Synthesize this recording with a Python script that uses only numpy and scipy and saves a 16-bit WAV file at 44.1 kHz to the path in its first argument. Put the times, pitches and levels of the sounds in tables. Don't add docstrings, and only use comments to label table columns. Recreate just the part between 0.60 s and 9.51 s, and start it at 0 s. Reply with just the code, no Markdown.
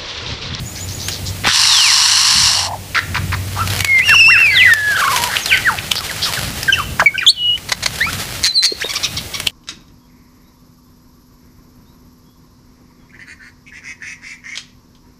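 import sys
import numpy as np
from scipy import signal
from scipy.fft import rfft, irfft, next_fast_len
from scipy.io import wavfile
from scipy.ndimage import uniform_filter1d, map_coordinates

SR = 44100
rng = np.random.default_rng(int(sys.argv[2]) if len(sys.argv) > 2 else 0)


def store_pcm(level_fs):
    pcm = np.round(np.clip(level_fs, -1, 1) * 32767).astype(np.int16)
    wavfile.write(sys.argv[1], SR, np.atleast_2d(pcm).T)


N = 392931

# f/Hz, relative level/dB
DRONE_SPECTRUM = [(15, -55), (25, -74), (47, -4.5), (97, -1), (162, -4.5), (198, -9), (335, -22),
                  (399, -40), (500, -40.5), (650, -77), (1100, -120)]
# f/Hz, relative level/dB
AIR_SPECTRUM = [(180, -6), (300, -3.5), (900, -9), (978, -13), (1230, -11), (1410, -14), (2100, -10.5),
                (6300, -13), (14700, -18), (16000, -12)]
# f/Hz, relative level/dB
LEAF_SPECTRUM = [(240, -43), (400, -3), (839, -0.5), (964, -3.5), (1180, -1.5), (1290, 1), (4110, 1),
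                 (14600, -11), (15300, -29), (16000, -38)]
# t/s, level/dB
DRONE_LEVEL = [(0, -30), (.8, -30), (1.7, -31), (1.8, -22), (2.3, -28.5), (3.1, -26.5), (4.1, -29),
               (4.9, -32), (5.8, -28.5), (6.35, -29.5), (7.7, -27), (8.4, -38), (8.6, -27), (8.91, -32)]
# t/s, length/s, peak/dB, peak position/0-1, fade/dB
SCRATCHES = [(2.87, 0.53, -24, 0.76, 11), (3.286, 0.93, -22.5, 0.22, 3), (4.127, 1.24, -19, 0.17, 13.5),
             (5.325, 0.92, -22, 0.15, 10), (6.98, 1, -23, 0.59, 13), (8.137, 0.82, -26.5, 0.09, 22)]
# t/s, depth/dB, hold/s
DUCKS = [(0.001, 3.5, 0.001), (0.902, 12, 0.99), (3.228, 9.5, 0.083), (3.556, 7.5, 0.21),
         (4.124, 11.5, 0.016), (4.77, 2, 0.32), (5.323, 5, 0.0078), (6.105, 1, 0.041), (6.455, 9.5, .03),
         (6.669, 17, 0.045), (7.126, 10, .01), (7.262, 4, 0.0091), (7.842, 12.5, 0.23), (8.883, 10, .03)]
# delay/s, relative level/dB
NEAR_TRUNKS = [(.006, -11), (.011, -12), (.017, -20.5), (.026, -17.5)]
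# f/Hz, t60/s
TRUNK_DECAY = [(500, .3), (1800, .5), (2800, .55), (6000, .4), (12000, .2)]
# t/s, level/dB
ECHO_SEND = [(0, 3.5), (2.3, 0.5), (2.8, -1.5), (3.3, -1.5), (5.2, -0.5), (5.4, -17), (6.14, 1),
             (6.45, -8.5), (6.6, 9), (6.8, -12), (7.3, -16), (7.8, 4), (8.1, 5.5), (8.4, -0.5), (8.78, 4),
             (8.86, -10), (8.91, -12)]
# t/s, level/dB, f/Hz
KNOCKS = [(0.838, -12, 160), (0.845, -17, 151), (0.852, -2, 805), (0.867, -13, 990), (0.875, -1, 151)]
# t/s, level/dB, growl relative to the hiss/dB
HISS_LEVEL = [(0.87, -17.5, 4.5), (0.914, -19, -34), (0.928, -18, -20), (0.95, -11.5, -16),
              (1.872, -11, -17.5), (2.006, -16.5, -17), (2.072, -21, -11), (2.1, -42, -8)]
# f/Hz, width/Hz, level/dB
HISS_THROAT = [(1680, 760, -8.5), (2876, 225, -1), (4290, 420, 1.5), (5120, 240, 1.5), (5580, 460, 1),
               (7850, 1360, -8.5), (9010, 1260, -10.5), (11300, 1400, -49)]
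# f/Hz, width/Hz, level/dB
GROWL_THROAT = [(791, 350, 1), (1090, 450, 5)]
# t/s, peak/dB, ring f/Hz, t60/s, ring share/0-1
CLICKS = [(0.4838, -4.5, 2500, 0.058, 0), (0.7657, -20, 2830, 0.025, 0), (3.0747, -6.5, 2360, 0.026, 0.2),
          (3.1021, -5, 3600, 0.025, 0.45), (3.1918, -6, 2290, 0.017, 0.2), (3.2066, 1.5, 2400, 0.011, 0.16),
          (3.2465, 0.5, 2420, 0.017, 0.24), (3.389, -7.5, 2210, 0.042, 0.58),
          (3.4934, -1.5, 2700, 0.022, 0.6), (4.1363, -0.5, 1805, 0.015, 0.1),
          (4.4057, -8, 1727, 0.045, 0.3), (4.5615, -1.5, 2860, 0.041, 0.26),
          (4.576, -5.5, 1916, 0.014, 0.4), (4.6185, -7, 4860, 0.018, 0.1),
          (4.6374, -1.5, 2930, 0.037, 0.14), (4.7677, 1.5, 3010, 0.013, 0.96),
          (4.8588, -3, 4230, 0.029, 0.43), (4.974, -5, 2520, 0.025, 0.43), (5.1877, -7, 2420, 0.012, 1),
          (5.3171, 2.5, 2870, 0.014, 0.64), (5.3556, -15, 5000, 0.035, 0.6), (5.7357, -7, 2100, 0.11, 0),
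          (6.0304, -4, 4820, 0.018, 0.42), (6.398, -3, 1740, 0.034, 0.8), (6.976, -14, 2140, 0.039, 0.47),
          (7.358, -12, 4340, 0.054, 0.1), (7.5297, -9.5, 1930, 0.032, 0), (8.1204, -22, 4260, 0.025, 0.3),
          (8.336, -10.5, 4230, 0.063, 0), (8.8008, -4.5, 2590, 0.019, 0.1),
          (8.8714, 3.5, 3000, 0.012, 0.68)]
# t/s, length/s, level/dB, puff rate/Hz, first f/Hz, last f/Hz, width/Hz
RASPS = [(0.163, 0.05, -38.5, 57, 2400, 2340, 500), (0.151, 0.092, -33.5, 120, 5900, 4730, 2500),
         (0.277, 0.076, -33.5, 94, 6000, 5200, 2500), (0.388, 0.087, -30.5, 77, 5670, 4750, 2500),
         (0.508, 0.083, -28, 116, 5650, 4760, 2500), (0.653, .06, -30, 190, 5300, 5400, 2500),
         (0.656, 0.063, -32, 150, 7100, 7550, 1200), (0.836, 0.16, -17, 121, 2070, 3350, 3680),
         (2.957, 0.11, -28, 123, 1070, 1330, 900), (1.859, 0.35, -34, 71, 990, 855, 503),
         (3.756, 0.12, -21.5, 83, 2060, 2000, 1180), (4.697, 0.12, -24, 96, 1790, 1960, 693),
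         (4.906, 0.11, -19, 190, 2730, 2230, 1220), (5.356, 0.053, -21.5, 123, 4800, 5100, 1190),
         (5.618, 0.073, -18.5, 280, 4740, 5370, 1500), (6.396, 0.024, -24, 570, 6300, 2570, 3020),
         (8.352, 0.034, -21, 250, 5350, 3930, 1480), (8.431, 0.047, -18.5, 220, 5700, 3700, 1480),
         (8.565, 0.046, -25.5, 700, 4700, 3940, 2470), (8.734, 0.053, -28, 880, 4350, 3800, 2430)]
# t/s, length/s, level/dB, pulse rate/Hz, low cut/Hz
BUZZES = [(7.088, 0.013, -23.5, 320, 400), (7.1178, 0.011, -11.5, 504, 400), (7.226, 0.021, -20, 310, 400),
          (7.2591, 0.008, -10.5, 520, 400), (7.833, 0.048, -12, 178, 1530),
          (8.026, 0.042, -13.5, 185, 1540)]
# f/Hz, width/Hz, level/dB
BUZZ_THROAT = [(780, 550, -7), (2040, 340, 0), (4300, 600, 0), (6450, 510, -2.5), (8550, 2100, -12.5)]
# t/s, length/s, level/dB, first f/Hz, middle f/Hz, last f/Hz
SQUAWKS = [(8.202, 0.037, -23, 1220, 1620, 2830), (8.288, 0.04, -22, 1042, 1148, 1010),
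           (8.347, 0.034, -22, 1046, 1200, 1040), (8.43, 0.034, -20, 920, 1262, 1006),
           (8.568, 0.021, -22.5, 1008, 1133, 980), (8.738, 0.028, -23, 1030, 1140, 980)]
# f/Hz, relative level/dB
SQUAWK_THROAT = [(1000, -6.5), (2300, 1), (4300, 2), (5600, 1.5), (8000, -28)]
# t/s, length/s, level/dB, throw rate/Hz, low f/Hz, first top f/Hz, f the top sinks toward/Hz
WARBLES = [(2.346, 0.05, -13, 72, 1246, 3170, 1807), (2.544, 0.039, -17.5, 56, 836, 3300, 2296),
           (2.719, 0.0355, -19.5, 59, 878, 2930, 2180)]
# t/s, length/s, first f/Hz, middle f/Hz, last f/Hz, peak/dB, peak position/0-1, fade/dB, octave/dB
SWEEPS = [(0.038, 0.12, 6360, 7030, 6900, -35, 0.35, 11, -27),
          (0.196, 0.063, 6440, 6900, 7100, -33.5, 0, 4, -22),
          (0.32, 0.062, 6100, 6840, 6800, -34, 0, 2, -27),
          (0.403, 0.11, 5730, 6320, 6870, -30.5, 0.6, 8, -10),
          (1.045, 0.03, 1970, 2500, 3110, -20.5, 0, 20, -33),
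          (2.981, 0.062, 1030, 1336, 1220, -22, 0.4, 5, -16),
          (3.48, 0.069, 1693, 1707, 943, -10, 0.38, 8, -23),
          (3.909, 0.056, 1680, 1637, 1530, -19.5, 0.75, 1, -14),
          (4.915, 0.068, 1553, 1540, 1537, -21, 0, 2, -3),
          (5.368, 0.074, 1875, 1320, 980, -34, 0.6, 14, -22),
          (5.49, 0.034, 2370, 1750, 1400, -26, 0, 9, -25),
          (5.654, 0.06, 1460, 1160, 890, -26, 0.35, 7, -20),
          (5.76, 0.027, 2150, 1713, 1350, -25, 0.4, 3, -24),
          (6.152, 0.086, 2050, 1290, 850, -19.5, 0.56, 29, -15),
          (6.459, 0.043, 2314, 2236, 2130, -1.5, 0.06, 33, -26.5),
          (6.54, 0.035, 1530, 1554, 1570, -21, 0.3, 20, -21),
          (6.611, 0.054, 2030, 1324, 980, -27, 0, 19, -10.5),
          (7.404, .088, 1590, 2256, 2570, -14, 0.1, 18, -11.5),
          (7.84, 0.095, 4450, 4120, 4030, -14.5, 0.27, 18, -29),
          (8.119, 0.021, 400, 414, 427, -25, 0.23, 22, -36),
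          (8.242, 0.0079, 440, 456, 460, -15.5, 0.82, 35, -17)]
# [t/s, f/Hz, level/dB]
NOTES = [(-35, -3, [(1.068, 3950, -16), (1.102, 3880, -17.5), (1.238, 2760, -15.5), (1.316, 1850, -22.5),
         (1.33, 1800, -38)]), (-15.5, -4, [(6.078, 1974, -18), (6.086, 1566, -11), (6.099, 1574, -4),
         (6.11, 1595, -18), (6.135, 1620, -37)]), (-21, 11, [(1.95, 578, -50), (2.04, 579, -39),
         (2.1, 580, -32), (2.15, 598, -29.5), (2.17, 640, -39)]), (-34, 3, [(3.19, 2264, -28),
         (3.258, 2236, -26), (3.31, 2154, -11), (3.39, 2087, -7.5), (3.42, 1970, -18)]),
         (-31, 0, [(3.4, 2030, -12), (3.42, 2390, -18), (3.446, 2800, -18)]),
         (-11.5, 29.5, [(3.445, 2770, -25), (3.467, 2870, -15), (3.501, 2660, -10), (3.539, 2760, -10),
         (3.549, 2890, -10), (3.563, 2740, -7), (3.575, 2660, -7.5), (3.597, 2789, -7.5), (3.611, 2626, -5),
         (3.623, 2683, -7), (3.641, 2606, -7.5), (3.673, 2665, -7), (3.689, 2807, -6.5), (3.747, 2704, -10),
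         (3.755, 2630, -14)]), (-22, 45, [(3.754, 2613, -10), (3.81, 2746, -10), (3.854, 2507, -8.5),
         (3.9, 2286, -13.5), (3.925, 2075, -15), (3.966, 2080, -15), (3.98, 1920, -9)]),
         (-21, 9.5, [(3.979, 1974, -14), (4.046, 2050, -10.5), (4.128, 1807, -7), (4.144, 1762, -16),
         (4.206, 1706, -19.5), (4.304, 1686, -13.5), (4.35, 1550, -16)]), (-11, 18, [(4.349, 1520, -17),
         (4.372, 1487, -15.5), (4.383, 1275, -21), (4.395, 1503, -15.5), (4.414, 1406, -16),
         (4.425, 1110, -16.5), (4.5, 1041, -16), (4.575, 924, -20.5), (4.68, 977, -24), (4.7, 760, -29)]),
         (-23, 5, [(3.68, 870, -22), (3.7, 1410, -15), (3.716, 2090, -11), (3.78, 1313, -16.5)]),
         (-35, 0.5, [(3.9, 4574, -32), (3.912, 4400, -22), (3.93, 4756, -28), (3.968, 3690, -10.5),
         (4.036, 2166, -10), (4.104, 1358, -16.5)]), (-38, 11, [(4.79, 5950, -38), (4.82, 6570, -31),
         (4.836, 6460, -25), (4.845, 5100, -28), (4.86, 4340, -32), (4.928, 2307, -9.5),
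         (4.96, 1880, -16)]), (-33, 17, [(5.045, 2000, -27), (5.062, 1932, -11), (5.091, 1430, -8.5),
         (5.106, 940, -21.5), (5.155, 730, -27)]), (-12, 7, [(6.121, 3030, -38), (6.126, 3030, -8),
         (6.132, 3030, -6.5), (6.135, 2630, -11), (6.15, 2800, -11.5)]), (-33, 2, [(6.396, 835, -8),
         (6.405, 1455, -12), (6.416, 1734, -11.5), (6.425, 610, -10.5), (6.432, 680, -26)]),
         (-27, 10, [(6.396, 1650, -3), (6.401, 1920, -16), (6.405, 2950, -22), (6.412, 3200, -34)]),
         (-16, 0, [(6.579, 2570, -11), (6.585, 3040, -20), (6.591, 2360, -11.5), (6.597, 2470, -15)]),
         (-15.5, -3, [(6.664, 3680, -7), (6.673, 3075, -4.5), (6.686, 3500, -3.5), (6.701, 4455, -6.5),
         (6.709, 4340, -7), (6.717, 4460, -46)]), (-51, 0, [(6.76, 3040, -34), (6.796, 2920, -21),
         (6.894, 2900, -10), (6.945, 2910, -16.5), (6.958, 3030, -16.5), (6.968, 3120, -38)]),
         (-19, 0, [(7.462, 780, -32), (7.468, 1140, -21), (7.472, 1310, -21), (7.498, 1440, -26),
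         (7.504, 2150, -22), (7.508, 2150, -29)]), (-25, 14, [(7.935, 4450, -32), (7.958, 4570, -13),
         (7.975, 4160, -9.5), (7.995, 4040, -8), (8.008, 4060, -18), (8.024, 4120, -17)]),
         (-22, 20, [(8.04, 4290, -10), (8.058, 4740, -14), (8.084, 4154, -18.5), (8.13, 4310, -26)]),
         (-34, -5, [(8.205, 1380, -42), (8.219, 1805, -21), (8.243, 3700, -23.5), (8.272, 3690, -26),
         (8.285, 3570, -43)])]
# t/s, length/s, flick rate/Hz, swing/Hz, rise share/0-1, sharpness, swing/dB
TRILLS = [(1.951, .206, 39, 365.6, 0.27, 0.77, 13), (4.333, 0.077, 25, 300, 0.83, 5.2, 2.5),
          (4.41, 0.11, 24, 520, 0.77, 4.9, 3.5), (4.492, .083, 24, 219, 0.87, 2.04, -3)]

RATTLE_HZ, RATTLE = 52.8, [(1, 1.0), (3, 1.6), (4, 1.6)]
ONSET_DB = 13.5
RECOVER_S, SINK_S = 0.28, 0.011
AIR_DB, ECHO_DB = -29.5, -11
TOP_HZ = 15500


def amp(db):
    return 10 ** (np.asarray(db) / 20)


def unit(x):
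    return x / np.sqrt(np.mean(x ** 2) + 1e-20)


def along(points, hz):
    f, v = np.transpose(points)
    return np.interp(np.log(hz + 1), np.log(f + 1), v)


def curves(rows):
    s, *cols = np.transpose(rows)
    return [np.interp(np.arange(N) / SR, s, c, -120, -120) for c in cols]


def wobble(rate, size=N):
    return map_coordinates(rng.standard_normal(int(size * rate / SR) + 4), [np.arange(size) * rate / SR])


def filtered(x, response):
    m = next_fast_len(x.shape[-1] + 4096)
    return irfft(rfft(x, m) * response(np.fft.rfftfreq(m, 1 / SR)), m)[..., :x.shape[-1]]


def throat(modes):
    return lambda f: sum((-1) ** k * amp(db) * 1j * f * w / (c * c - f * f + 1j * f * w)
                         for k, (c, w, db) in enumerate(modes))


def add(track, s, sound):
    part = track[round(s * SR):][:len(sound)]
    part += sound[:len(part)]


def swell(u, peak_db, peak_at, fade_db):
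    peak_at = np.clip(peak_at, .02, .98)
    rise, fall = 1 - u / peak_at, (u - peak_at) / (1 - peak_at)
    return peak_db - np.where(u < peak_at, ONSET_DB * rise ** 2, fade_db * fall ** 2)


def pitch_arc(u, pitches):
    return np.polyval(np.polyfit([0, .5, 1], pitches, 2), u)


def background():
    drone_db, = curves(DRONE_LEVEL)
    rumble = filtered(rng.standard_normal(N), lambda f: amp(along(DRONE_SPECTRUM, f)))
    hum = np.sin(2 * np.pi * np.cumsum(94.5 + 1.48 * wobble(6)) / SR) * amp(3.8 * wobble(7.3))
    hum_fade = np.interp(np.arange(N) / SR, [4.0, 4.6], [1, .15])
    air = filtered(rng.standard_normal(N), lambda f: amp(along(AIR_SPECTRUM, f)))
    drone = unit(rumble * amp(2.65 * wobble(7))) + 1.05 * hum_fade * unit(hum)
    return amp(drone_db) * drone + amp(AIR_DB) * unit(air)


def litter():
    gain = np.zeros(N)
    for s, length, db, peak_at, fade_db in SCRATCHES:
        add(gain, s, amp(swell(np.linspace(0, 1, int(length * SR)), db, peak_at, fade_db)))
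    cracks_per_s = 500 * amp(4 * wobble(30))
    strength = amp(5.2 * np.minimum(rng.exponential(size=N), 3))
    impulses = (rng.random(N) < cracks_per_s / SR) * strength * rng.standard_normal(N)
    one_crack = rng.standard_normal(200) * amp(-60 * np.arange(200) / SR / 0.0029)
    cracks = signal.fftconvolve(impulses, one_crack)[:N]
    rustle = rng.standard_normal(N) * amp(2.5 * wobble(40))
    leaves = filtered(0.65 * unit(cracks) + unit(rustle), lambda f: amp(along(LEAF_SPECTRUM, f)))
    return gain * unit(leaves)


def ducking():
    t = np.arange(N) / SR
    depths = [(t >= s) * db * np.exp(-np.maximum(t - s - hold, 0) / RECOVER_S) for s, db, hold in DUCKS]
    return amp(-uniform_filter1d(np.max(depths, axis=0), size=round(SINK_S * SR), mode="nearest"))


def far_trunks(voice):
    send = voice * amp(curves(ECHO_SEND)[0])
    out, step = np.zeros(N), SR // 3
    for start in range(0, N, step):
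        hz, t, noise = signal.stft(rng.standard_normal(step), SR, nperseg=256)
        tail = signal.istft(noise * amp(-60 * t / along(TRUNK_DECAY, hz)[:, None]), SR, nperseg=256)[1]
        echo = signal.fftconvolve(send[start:start + step], tail / np.linalg.norm(tail))
        add(out, start / SR + .008, echo)
    return amp(ECHO_DB) * filtered(out, throat([(2540, 4300, 0.01)]))


def near_trunks(voice):
    return amp(-6.5) * sum(amp(db) * np.roll(voice, round(s * SR)) for s, db in NEAR_TRUNKS)


def knocks():
    out, t = np.zeros(N), np.arange(0, .03, 1 / SR)
    attack = 1 - np.exp(-t / 0.00024)
    for s, db, hz in KNOCKS:
        add(out, s, -amp(db - 60 * t / 0.0084) * np.cos(2 * np.pi * hz * t) * attack)
    return out


def hiss():
    db, growl_db = curves(HISS_LEVEL)
    beat = 2 * np.pi * np.cumsum(RATTLE_HZ * (1 + .012 * wobble(5))) / SR
    rattle_db = sum(depth_db * np.cos(k * beat + k * k) for k, depth_db in RATTLE)
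    air = rng.standard_normal(N) * amp(rattle_db + .8 * wobble(300))
    notch = lambda f: 1 - 0.76 / (1 + ((f - 6530) / 150) ** 2)
    band = lambda f: 1 / (1 + (900 / (f + 1)) ** 6) / (1 + (f / 13000) ** 12)
    bright = filtered(air, lambda f: throat(HISS_THROAT)(f) * notch(f) * band(f))
    growl = filtered(air, lambda f: throat(GROWL_THROAT)(f) ** 2)
    return amp(db) * unit(bright) + amp(db + growl_db) * unit(growl)


def clicks():
    out, t = np.zeros(N), np.arange(-.012, .09, 1 / SR)
    for s, db, hz, t60, ring_share in CLICKS:
        fade_in = 0.29 * np.exp(t / (0.00076 + 0.0055 * ring_share ** 2))
        envelope = np.where(t > 0, amp(-60 * t / t60), fade_in)
        burst = rng.standard_normal(len(t)) * uniform_filter1d(envelope, size=30)
        wide = filtered(burst, lambda f: throat([(2800, 6000, 0)])(f) / (1 + 1j * f / 14000) ** 2)
        ring = filtered(burst, lambda f: throat([(hz, 1200, 0)])(f) ** 2)
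        snap = (1 - ring_share) * unit(wide) + ring_share * unit(ring)
        add(out, s + t[0], amp(db) * snap / np.abs(snap).max())
    return out


def puffs(length, rate, jitter, sharp, pop):
    size = int(length * SR)
    cycle = np.cumsum(rate * (1 + jitter * wobble(rate, size=size))) / SR % 1
    starts = np.diff(cycle, prepend=1) < 0
    return pop * starts + np.exp(-sharp * cycle) * rng.standard_normal(size)


def rasps():
    out = np.zeros(N)
    for s, length, db, rate, first_hz, last_hz, width in RASPS:
        air = puffs(length, rate, jitter=.12, sharp=1.8, pop=1.4)
        air = filtered(air, lambda f: 1 / (1 + 1j * f / 6500) ** 3)
        u = np.linspace(0, 1, len(air))
        shapes = [throat([(.66 * hz, .5 * width, -3), (hz, .8 * width, 0)]) for hz in (first_hz, last_hz)]
        first, last = (unit(filtered(air, lambda f: shape(f) ** 2)) for shape in shapes)
        envelope = np.sin(np.pi * u ** 0.58) ** 1.22
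        add(out, s, amp(db) * unit(((1 - u) * first + u * last) * envelope))
    return out


def buzzes():
    out = np.zeros(N)
    for s, length, db, rate, low_cut_hz in BUZZES:
        pulses = puffs(length, rate, jitter=.02, sharp=4, pop=2.5)
        u = np.linspace(0, 1, len(pulses))
        breath = .7 * u ** 2 * rng.standard_normal(len(u))
        envelope = np.clip(np.minimum(.4 + 5 * u, 3.3 * (1 - u)), 0, 1)
        air = np.pad((pulses + breath) * envelope, (0, 200))
        band = lambda f: (1j * f / (1j * f + low_cut_hz)) ** 3 / (1 + 1j * f / 11000) ** 2
        add(out, s, amp(db) * unit(filtered(air, lambda f: throat(BUZZ_THROAT)(f) * band(f))))
    return out


def squawks():
    out, shake_db = np.zeros(N), 6
    for s, length, db, *pitches in SQUAWKS:
        u = np.linspace(0, 1, int(length * SR))
        pitch = pitch_arc(u, pitches)
        phase = 2 * np.pi * np.cumsum(pitch) / SR
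        stack = sum(amp(along(SQUAWK_THROAT, k * pitch) + shake_db * wobble(488, len(u)))
                    * np.sin(k * phase + k * k) for k in range(1, 8))
        scratch = filtered(rng.standard_normal(len(u)), throat([(5460, 2100, 0)]))
        envelope = np.sin(np.pi * u) ** 0.67
        add(out, s, amp(db) * unit((unit(stack) + 0.38 * unit(scratch)) * envelope))
    return out


def warbles():
    out, formants = np.zeros(N), throat([(1600, 1500, 0), (4700, 2000, -1)])
    for s, length, db, rate, low_hz, first_hz, toward_hz in WARBLES:
        t = np.arange(0, length, 1 / SR)
        throw = np.interp(t * rate % 1, [0, .28, .7, 1], [0.12, 1, .15, 0.0021])
        throw = uniform_filter1d(throw, size=40)
        top_hz = toward_hz + (first_hz - toward_hz) * np.exp(-2.5 * t / length)
        phase = 2 * np.pi * np.cumsum(low_hz + (top_hz - low_hz) * throw) / SR
        hoarse = amp(2.6 * wobble(728, len(t)))
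        tone = np.sin(phase) + .4 * throw * np.sin(2 * phase)
        breath = .6 * rng.standard_normal(len(t)) * (1 + np.sin(phase))
        voice = filtered((tone + breath) * hoarse, lambda f: formants(f) / (1 + 1j * f / 9000))
        add(out, s, amp(db) * unit(voice * np.sin(np.pi * t / length) ** 0.2))
    return out


def trill(t):
    hz, db = np.zeros(len(t)), np.zeros(len(t))
    for s, length, rate, swing_hz, rise, sharpness, swing_db in TRILLS:
        active = (t > s) & (t < s + length)
        flick = active * np.interp((t - s) * rate % 1, [0, rise, 1], [0, 1, 0]) ** sharpness
        hz, db = hz + swing_hz * flick, db + swing_db * flick
    return hz, db


def whistle(pitch, level_db, overtone_db):
    size = len(pitch)
    flutter = np.interp(level_db.max(), [-28, -10], [5, 1])
    pitch = uniform_filter1d(pitch, size=40) * (1 + 0.0042 * flutter * wobble(204.3, size))
    phase = 2 * np.pi * np.cumsum(pitch) / SR
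    effort_db = .35 * (level_db - level_db.max())
    octave_gain = amp(overtone_db + effort_db + 2.4 * wobble(67.7, size))
    second = octave_gain * np.sin(2 * phase + .5 * wobble(300, size))
    third = 0.47 * octave_gain ** 2.04 * np.sin(3 * phase)
    t = np.arange(size) / SR
    edges = np.clip(np.minimum(t, t[::-1]) / 0.001, 0, 1)
    envelope = edges * amp(level_db + flutter * wobble(250, size))
    return np.sqrt(2) * (np.sin(phase) + second + third) * envelope


def whistles():
    out = np.zeros(N)
    for s, length, *pitches, db, peak_at, fade_db, overtone_db in SWEEPS:
        u = np.linspace(0, 1, int(length * SR))
        add(out, s, whistle(pitch_arc(u, pitches), swell(u, db, peak_at, fade_db), overtone_db))
    for overtone_db, waver_hz, points in NOTES:
        s, hz, db = np.transpose(points)
        t = np.arange(s[0], s[-1], 1 / SR)
        trill_hz, trill_db = trill(t)
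        drift_hz = waver_hz * wobble(120.7, len(t))
        pitch = np.interp(t, s, hz) + trill_hz + drift_hz
        level_db = np.interp(t, s, db) + trill_db - 0.011 * drift_hz
        add(out, s[0], whistle(pitch, level_db, overtone_db))
    return out


def scene():
    voice = whistles() + warbles() + squawks() + clicks() + rasps() + buzzes()
    echo_tail = far_trunks(voice)
    foreground = voice + near_trunks(voice) + knocks() + hiss()
    forest = echo_tail + litter() + background()
    return (foreground + ducking() * forest)[None]


def record(dry):
    loud = dry / (1 + np.abs(dry / 1.06) ** 8) ** (1 / 8)
    return filtered(loud, lambda hz: hz < TOP_HZ)


dry = scene()
out = record(dry)
store_pcm(out)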